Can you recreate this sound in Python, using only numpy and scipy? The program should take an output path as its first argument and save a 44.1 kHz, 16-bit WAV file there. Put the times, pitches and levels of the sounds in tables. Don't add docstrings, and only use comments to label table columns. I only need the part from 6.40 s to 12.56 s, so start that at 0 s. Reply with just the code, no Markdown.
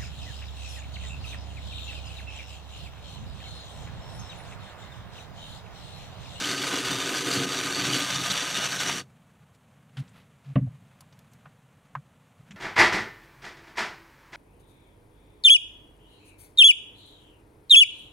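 import sys
import numpy as np
from scipy import signal
from scipy.fft import rfft, irfft, next_fast_len
from scipy.io import wavfile
from scipy.ndimage import uniform_filter1d

SR = 44100
rng = np.random.default_rng(int(sys.argv[2]) if len(sys.argv) > 2 else 0)


def attenuation_scalar(level_db):
    decades = np.asarray(level_db, float) / 20
    return 10 ** decades


def bounce(signal):
    frames = np.transpose(np.atleast_2d(signal))
    limited = np.clip(frames, -1, 1)
    pcm = np.round(limited * 32767).astype(np.int16)
    wavfile.write(sys.argv[1], SR, pcm)


N = 271654

# (time [s], peak level [dB], ring frequency [Hz])
SKIPS = [(0.042, -16.5, 3150), (0.1038, -21, 3050), (0.181, -24, 2900), (0.7555, -22, 4600),
         (0.8157, -20, 3400), (0.9102, -15, 4270), (0.933, -15, 4500), (0.9916, -20, 3390),
         (1.1663, -23, 4400), (1.3469, -19.5, 4370), (1.4305, -29, 4080), (1.4606, -21.5, 3640),
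         (1.5095, -24, 3400), (1.531, -13, 3100), (1.62, -17, 3650), (1.7448, -21, 4480),
         (1.9108, -10, 3900), (2.1413, -23, 3650), (2.173, -31, 4640), (2.254, -28, 3680),
         (2.39, -19.5, 3770), (2.4913, -28, 3420)]
STOP_S = 2.595
SLIDE_S, SLIDE_LASTS_S = 1.63, 0.082
STEADY_S = 0.089


def rms_one(x):
    return x / np.sqrt(np.mean(x ** 2) + 1e-20)


def in_time(rows, before_db=-120, after_db=-120):
    s, *columns = np.transpose(rows)
    t = np.arange(N) / SR
    return [np.interp(t, s, column, before_db, after_db) for column in columns]


def bell(s, half):
    return np.exp(-2 * ((np.arange(N) / SR - s) / half) ** 2)


def drift(rate):
    r = np.exp(-2 * np.pi * rate / SR)
    slow = signal.lfilter([1], [1, -2 * r, r * r], rng.standard_normal(N + SR))
    return rms_one(slow[SR:])


def evened(x, span_s):
    power = uniform_filter1d(x ** 2, round(span_s * SR))
    return rms_one(x / (power + .05 * np.mean(x ** 2)) ** .4)


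def colour(x, spectrum, peaks=()):
    size = next_fast_len(N)
    hz = np.arange(size // 2 + 1) * SR / size + 1
    points = np.array(spectrum)
    db = np.interp(np.log(hz), np.log(points[:, 0]), points[:, 1])
    for centre_hz, width_hz, peak_db in peaks:
        db = db + peak_db / (1 + (2 * (hz - centre_hz) / width_hz) ** 2)
    return rms_one(irfft(rfft(x, size) * attenuation_scalar(db), size)[:N])


def band(x, low_hz, high_hz, order=2):
    sos = signal.butter(order, [low_hz, min(high_hz, 19000)], "band", fs=SR, output="sos")
    return signal.sosfilt(sos, x)


def moving_band(x, hz, width_hz):
    turn = np.exp(2j * np.pi * np.cumsum(hz) / SR)
    r = np.exp(-np.pi * width_hz / SR)
    return 2 * np.real(signal.lfilter([1 - r], [1, -r], x / turn) * turn)


def octave_parts(x):
    lows = []
    for hz in 800 * 1.6 ** np.arange(7):
        lows.append(signal.sosfiltfilt(signal.butter(2, hz, fs=SR, output="sos"), x))
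    return np.diff([0 * x] + lows + [x], axis=0)


def resonances(x, modes):
    out = 0
    for k, (hz, width_hz, db) in enumerate(modes):
        r = np.exp(-np.pi * width_hz / SR)
        a = [1, -2 * r * np.cos(2 * np.pi * hz / SR), r * r]
        mode = (1 - r * r) / 2 * signal.lfilter([1, 0, -1], a, x)
        out = out + (-1) ** k * attenuation_scalar(db) * mode
    return rms_one(out)


def struck(modes, t):
    return sum(attenuation_scalar(db - 60 * t / t60) * np.sin(2 * np.pi * hz * t) for hz, db, t60 in modes)


def add(out, x, s):
    at = round(s * SR)
    out[at:at + len(x)] += x[:N - at]


def gear_knocks():
    rotor_hz, teeth_per_s = 124.7, 2600
    turn = 2 * np.pi * np.cumsum(rotor_hz * (1 + .015 * drift(1.92))) / SR
    force_db = 3.5 * np.minimum(rng.exponential(1, N), 3.5)
    force = attenuation_scalar(force_db) * rng.choice([-1, 1], N)
    teeth = rms_one(force * (rng.random(N) < teeth_per_s / SR))
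    motor_brushes = 1.2 * rng.standard_normal(N)
    clumps = attenuation_scalar(1.4 * drift(120))
    return (teeth + motor_brushes) * clumps * (1 + .15 * np.cos(turn))


def frame_response(knocks):
    # (frequency [Hz], level [dB per Hz])
    gear_spectrum = [(320, -20.5), (550, -3), (950, -4.5), (1300, -2.5), (2000, -1), (3000, -2),
                     (4200, -12.5), (5200, -11.5), (6400, -17.5), (8300, -21.5), (10500, -30),
                     (13000, -37.5), (15600, -40.5)]
    # (frequency [Hz], width [Hz], level over the broad rattle [dB], below 0 counts as 0)
    frame_modes = [(695, 12, 7), (1022, 14, 7), (1234, 25, 14), (1517, 93, 9), (1920, 70.3, -7.5),
                   (2615, 41.3, -5), (2900, 85, 4.5), (3400, 46, 7.5), (3650, 90, 9), (3980, 71, 9),
                   (4480, 120, 11), (5805, 150, 5.5), (6140, 160, 5.5), (6710, 42, -6.5), (11600, 550, 4),
                   (14100, 490, 2.5)]
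    # (time [s], frequency [Hz], depth [0-1])
    shadow = [
        (0, 5300, .4),
        (.5, 5300, .7),
        (1.1, 5200, .92),
        (1.7, 5000, .85),
        (2.7, 4850, .88),
    ]
    broad = colour(knocks, gear_spectrum)[:3 * SR]
    size = len(broad)
    rattle, strain, load = broad, drift(9.3), drift(27.0)
    for k, (hz, width_hz, db) in enumerate(frame_modes):
        own = slice(9000 * k, 9000 * k + size)
        gain = (attenuation_scalar(max(db, 0)) - 1) * attenuation_scalar(3.0 * load[own])
        rattle = rattle + gain * moving_band(broad, hz * (1 + .011 * strain[own]), width_hz)
    shadow_hz, depth = (column[:size] for column in in_time(shadow, after_db=-5))
    shadow_hz = shadow_hz * (1 + .014 * strain[-size:])
    rattle = rattle - depth * moving_band(rattle, shadow_hz, 520)
    rattle = rattle - 0.79 * depth * moving_band(rattle, 12200 + .5 * shadow_hz, 350)
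    parts = [part * attenuation_scalar(1.3 * drift(21)[:size]) for part in octave_parts(rattle)]
    low = evened(sum(parts[:5]), STEADY_S)
    high = evened(sum(parts[5:]), STEADY_S)
    return np.pad(low, (0, N - size)), np.pad(high, (0, N - size))


def gear_train(knocks):
    # (time [s], level around the mean [dB])
    effort = [
        (0, -3.5),
        (.1, 0),
        (.5, -0.5),
        (.8, -1),
        (.97, 0),
        (1.2, -1.5),
        (1.52, 1),
        (1.75, -0.5),
        (2.5, 1.5),
    ]
    # (time [s], loss [dB])
    slacks = [(.17, 5), (.3, 1.5), (.43, 3), (.52, -2), (.57, 2), (.64, 1), (.83, 2.5), (1.071, 4),
              (1.33, 3), (1.65, 2), (1.801, 3), (1.87, 0), (2.05, 3), (2.121, 5), (2.301, 5), (2.381, 5),
              (2.46, 3.5), (2.5, -4.5), (2.55, 3)]
    t = np.arange(N) / SR
    load_db = in_time(effort, after_db=-2.5)[0]
    load_db = load_db - sum(lost_db * bell(s, 0.043) for s, lost_db in slacks)
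    off = np.maximum(t - STOP_S, 0)
    stop_db = np.maximum(-705 * off, -24 - 290 * off)
    rattle_db = -31.5 + load_db + stop_db
    hiss_db = -34.5 + .7 * load_db + stop_db
    hiss_db += sum(0.29 * max(db + 26, 0) * bell(s + 0.009, .03) for s, db, _ in SKIPS)
    rattle, hiss = frame_response(knocks)
    slid = np.clip((t - SLIDE_S) / SLIDE_LASTS_S, 0, 1)
    hiss = hiss + 0.24 * slid * moving_band(hiss, np.full(N, 5850), 520)
    return attenuation_scalar(rattle_db) * rattle + attenuation_scalar(hiss_db) * hiss


def clear_sheet(knocks):
    # (frequency [Hz], width [Hz], level [dB])
    middle_modes = [(273.8, 23.5, -0.5), (297, 52.5, -8.5)]
    low_modes = [(98, 82, -14), (132.9, 9.2, 0.5), (181.7, 25, -7)]
    # (frequency [Hz], width [Hz], level [dB])
    upper_modes = [(366, 32, -4.5), (391, 11, 1), (440, 24.4, -7.5), (488, 36, -8)]
    # (time [s], level [dB])
    upper_share = [
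        (0, -4),
        (.3, -1.5),
        (1.05, -1),
        (1.3, -0.5),
        (1.5, -7),
        (1.65, -10.5),
        (1.9, -1),
        (2.7, -2),
    ]
    # (time [s], thump [dB], half length [s], hum [dB])
    bites = [(.11, 5, 0.032, 2), (0.368, 1, 0.06, 5), (0.524, 8.5, .06, 2.5), (0.71, -4.5, .05, 4.5),
             (.88, 1.5, 0.058, 5), (1.0, 12, 0.091, 8), (1.28, 2, .05, 0), (1.48, 9.5, 0.13, 5.5),
             (1.57, 2.5, 0.063, 6.5), (1.78, 9, 0.071, 9), (1.911, 12, 0.026, 5), (2.034, -7, 0.038, 5),
             (2.19, 6, 0.022, 10), (2.516, 3, 0.13, 7)]
    t = np.arange(N) / SR
    off = np.maximum(t - STOP_S, 0)
    slid = np.clip((t - SLIDE_S) / SLIDE_LASTS_S, 0, 1)
    thump_db = -45.5 + sum(db * bell(s, half) for s, db, half, _ in bites) - 145 * off
    hum_db = -38 + sum(db * bell(s, half) for s, _, half, db in bites)
    hum_db = hum_db - 9 * slid - 337 * off
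    tyres = rng.standard_normal(N) * attenuation_scalar(0.99 * drift(21.8)) + 0.099 * knocks
    upper = attenuation_scalar(*in_time(upper_share)) * evened(resonances(tyres, upper_modes), STEADY_S)
    middle = evened(resonances(tyres, middle_modes), STEADY_S)
    hum = band(middle - upper, 160, 1100) / 1.42
    thump = evened(band(resonances(tyres, low_modes), 82, 260, order=3), STEADY_S)
    return attenuation_scalar(hum_db) * hum + attenuation_scalar(thump_db) * thump


def car():
    knocks = gear_knocks()
    return gear_train(knocks) + clear_sheet(knocks)


def skips(ring_s, level_db):
    out, t = np.zeros(N), np.arange(SR // 20) / SR
    envelope = t / ring_s * np.exp(1 - t / ring_s)
    for (s, db, hz), noise in zip(SKIPS, rng.standard_normal((len(SKIPS), len(t)))):
        ring = rms_one(band(noise, .93 * hz, 1.07 * hz)) * envelope
        add(out, attenuation_scalar(db + level_db) * ring, s)
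    return out


def spits():
    # (time [s], level [dB])
    releases = [(.045, -49.5), (.47, -53), (.54, -50), (.8, -54), (.89, -48.5), (.925, -53), (1.04, -52),
                (1.44, -45.5), (1.49, -53.5), (1.55, -50), (1.59, -42), (1.885, -50), (1.93, -47),
                (2.35, -54.5), (2.43, -46)]
    grains = rng.standard_normal(N) * attenuation_scalar(2.0 * drift(150))
    noise = rms_one(band(grains, 7000, 15500, order=1))
    return noise * sum(attenuation_scalar(db) * bell(s, .014) for s, db in releases)


def thuds():
    # (time [s], peak level [dB], frequency [Hz], swell [s], fall [s])
    rocks = [(3.569, -26.5, 134.3, 0.035, 0.023), (4.051, -33.5, 138, 0.064, 0.024),
             (4.157, -12.5, 136, 0.0081, 0.034), (4.197, -33, 140, 0.006, 0.019),
             (4.212, -21, 134, 0.0092, 0.05), (4.265, -27.5, 118, 0.0088, 0.023),
             (4.3, -40.5, 142, .012, .015), (4.325, -42, 140, .012, 0.035),
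             (5.058, -46.5, 140, 0.01, 0.027), (5.558, -36, 139, 0.014, 0.038),
             (5.988, -45.5, 129, 0.014, .015), (6.104, -43, 196, 0.0071, 0.016),
             (6.129, -44, 199, 0.0086, 0.043)]
    out = np.zeros(N)
    for s, db, hz, swell, fall in rocks:
        t = np.arange(round((swell + fall) * SR)) / SR
        rise = np.sin(np.pi / 2 * t / swell)
        decay = np.cos(np.pi / 2 * (t - swell) / fall)
        shape = np.maximum(np.where(t < swell, rise, decay), 0) ** 0.89
        upper = np.sin(2 * np.pi * 1.93 * hz * t) + 1.1 * np.sin(2 * np.pi * 1.4 * hz * t)
        overtone_db = max(3 + 0.81 * db, -26.5)
        add(out, attenuation_scalar(db) * shape * (np.sin(2 * np.pi * hz * t) + attenuation_scalar(overtone_db) * upper), s)
    return out


def clicks():
    # (time [s], peak level [dB], low [Hz], high [Hz], t60 [s])
    contacts = [(3.1465, -68.5, 1800, 11800, 0.042), (3.569, -42.5, 586, 3700, 0.15),
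                (3.57, -55.5, 4000, 9500, 0.07), (3.678, -57.5, 1000, 5000, 0.052),
                (4.156, -36, 1800, 3400, 0.022), (4.157, -29, 530, 710, .06), (4.172, -31, 420, 540, 0.059),
                (4.27, -51, 400, 800, 0.07), (4.511, -61.5, 800, 2970, .06),
                (4.606, -44, 2500, 12500, 0.034), (4.725, -56, 1800, 6000, .05),
                (4.79, -52, 500, 6000, 0.022), (4.79, -55, 6000, 15000, 0.024),
                (4.933, -54, 2500, 13000, 0.033), (5.056, -45.5, 600, 2000, 0.077),
                (5.552, -31.5, 730, 1860, 0.055), (5.552, -50, 2200, 7060, 0.018),
                (6.108, -45.5, 1300, 3500, 0.044), (6.108, -54, 5000, 7550, 0.081),
                (6.116, -43, 1370, 3170, 0.037)]
    # (frequency [Hz], level [dB], t60 [s])
    hub_modes = [(845, -24, .05), (1050, 0, .03), (1104, -22, .09), (1233, -3, .03), (1550, -7, .025),
                 (2700, -26, .02)]
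    # (time [s], level [dB])
    hub_hits = [
        (4.607, -51),
        (4.622, -49),
        (5.055, -45),
        (5.552, -20),
    ]
    # (frequency [Hz], width [Hz], level [dB])
    wheel_modes = [(480, 60, 1), (630, 90, 0), (790, 90, -12), (1130, 150, -12), (2000, 300, -19),
                   (2700, 400, -22)]
    out, t = np.zeros(N), np.arange(SR // 4) / SR
    onset = np.minimum(t / .0012, 1)
    noises = rng.standard_normal((len(contacts), len(t)))
    for (s, db, low_hz, high_hz, t60), noise in zip(contacts, noises):
        crack = rms_one(band(noise, low_hz, high_hz, order=3))
        add(out, attenuation_scalar(db - 60 * t / t60) * onset * crack, s)
    for s, db in hub_hits:
        add(out, attenuation_scalar(db) * onset * struck(hub_modes, t), s)
    shudder = band(resonances(rng.standard_normal(len(t)), wheel_modes), 210, 3000, order=4)
    add(out, attenuation_scalar(-21 - 60 * t / .08) * onset * shudder, 4.1575)
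    return out


def brushes():
    # (time of the middle [s], level [dB], half length [s], low [Hz], high [Hz])
    strokes = [
        (3.148, -70, 0.022, 600, 8800),
        (3.596, -56, 0.02, 1190, 9500),
        (3.69, -70.5, 0.02, 6500, 9000),
        (3.783, -59, 0.059, 455, 3800),
        (3.78, -71, 0.051, 4470, 11500),
        (4.079, -64, 0.089, 500, 3300),
        (4.79, -78, 0.06, 900, 5000),
        (4.924, -68, .011, 6500, 8800),
    ]
    noise = rng.standard_normal(N) * attenuation_scalar(2.45 * drift(80))
    out = np.zeros(N)
    for s, db, half, low_hz, high_hz in strokes:
        out += attenuation_scalar(db) * bell(s, half) * rms_one(band(noise, low_hz, high_hz))
    return out


def hands():
    # (frequency [Hz], level [dB per Hz])
    rustle_spectrum = [(400, 4.5), (1200, 6.5), (2500, 2.5), (4000, -5), (5200, -11.5), (8000, -10.5),
                       (14000, -19.5)]
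    # (frequency [Hz], width [Hz], level [dB])
    board_modes = [(100, 75, -7.5), (145, 48, 0.5), (188, 106, -6.5), (257, 120, -16.5)]
    # (time [s], level around the mean [dB])
    handling = [
        (2.62, 0.5),
        (3.22, -2),
        (3.52, 0),
        (3.66, 5),
        (3.95, -1),
        (4.63, 2),
        (5.3, -1.5),
        (5.95, -1),
        (6.16, 5.5),
    ]
    busy_db, = in_time(handling, after_db=4)
    rustle = colour(rng.standard_normal(N) * attenuation_scalar(1.5 * drift(40)), rustle_spectrum)
    rumble = resonances(rng.standard_normal(N) * attenuation_scalar(1.0 * drift(2.6)), board_modes)
    rumble = rms_one(band(rumble, 70, 330))
    return attenuation_scalar(-66.5 + 0.98 * busy_db) * rustle + attenuation_scalar(-60 + 1.3 * busy_db) * rumble


def room_tone():
    # (frequency [Hz], level [dB per Hz])
    room_spectrum = [(15, -47), (25, -27), (86, -1), (140, 2.5), (173, -10.5), (253, -1.5), (340, -18),
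                     (482, -8), (1170, -15), (2120, -28), (3090, -23), (5010, -39.5), (6210, -28),
                     (9550, -29.5), (15500, -39)]
    tone = colour(rng.standard_normal(N), room_spectrum)
    return attenuation_scalar(-67) * tone / np.std(band(tone, 240, 17000))


def scene():
    toy = car() + skips(ring_s=0.0025, level_db=-12) + spits()
    handled = thuds() + clicks() + brushes() + hands()
    return np.tile(toy + handled + room_tone(), (2, 1))


def band_limit(x):
    return signal.sosfilt(signal.butter(12, 15740, fs=SR, output="sos"), x)


def record(dry):
    overload = .42
    top_cut = signal.ellip(12, .3, 70, 15720, fs=SR, output="sos")
    rounded = overload * np.tanh(dry / overload)
    return band_limit(signal.sosfilt(top_cut, rounded))


dry = scene()
out = record(dry)
bounce(out)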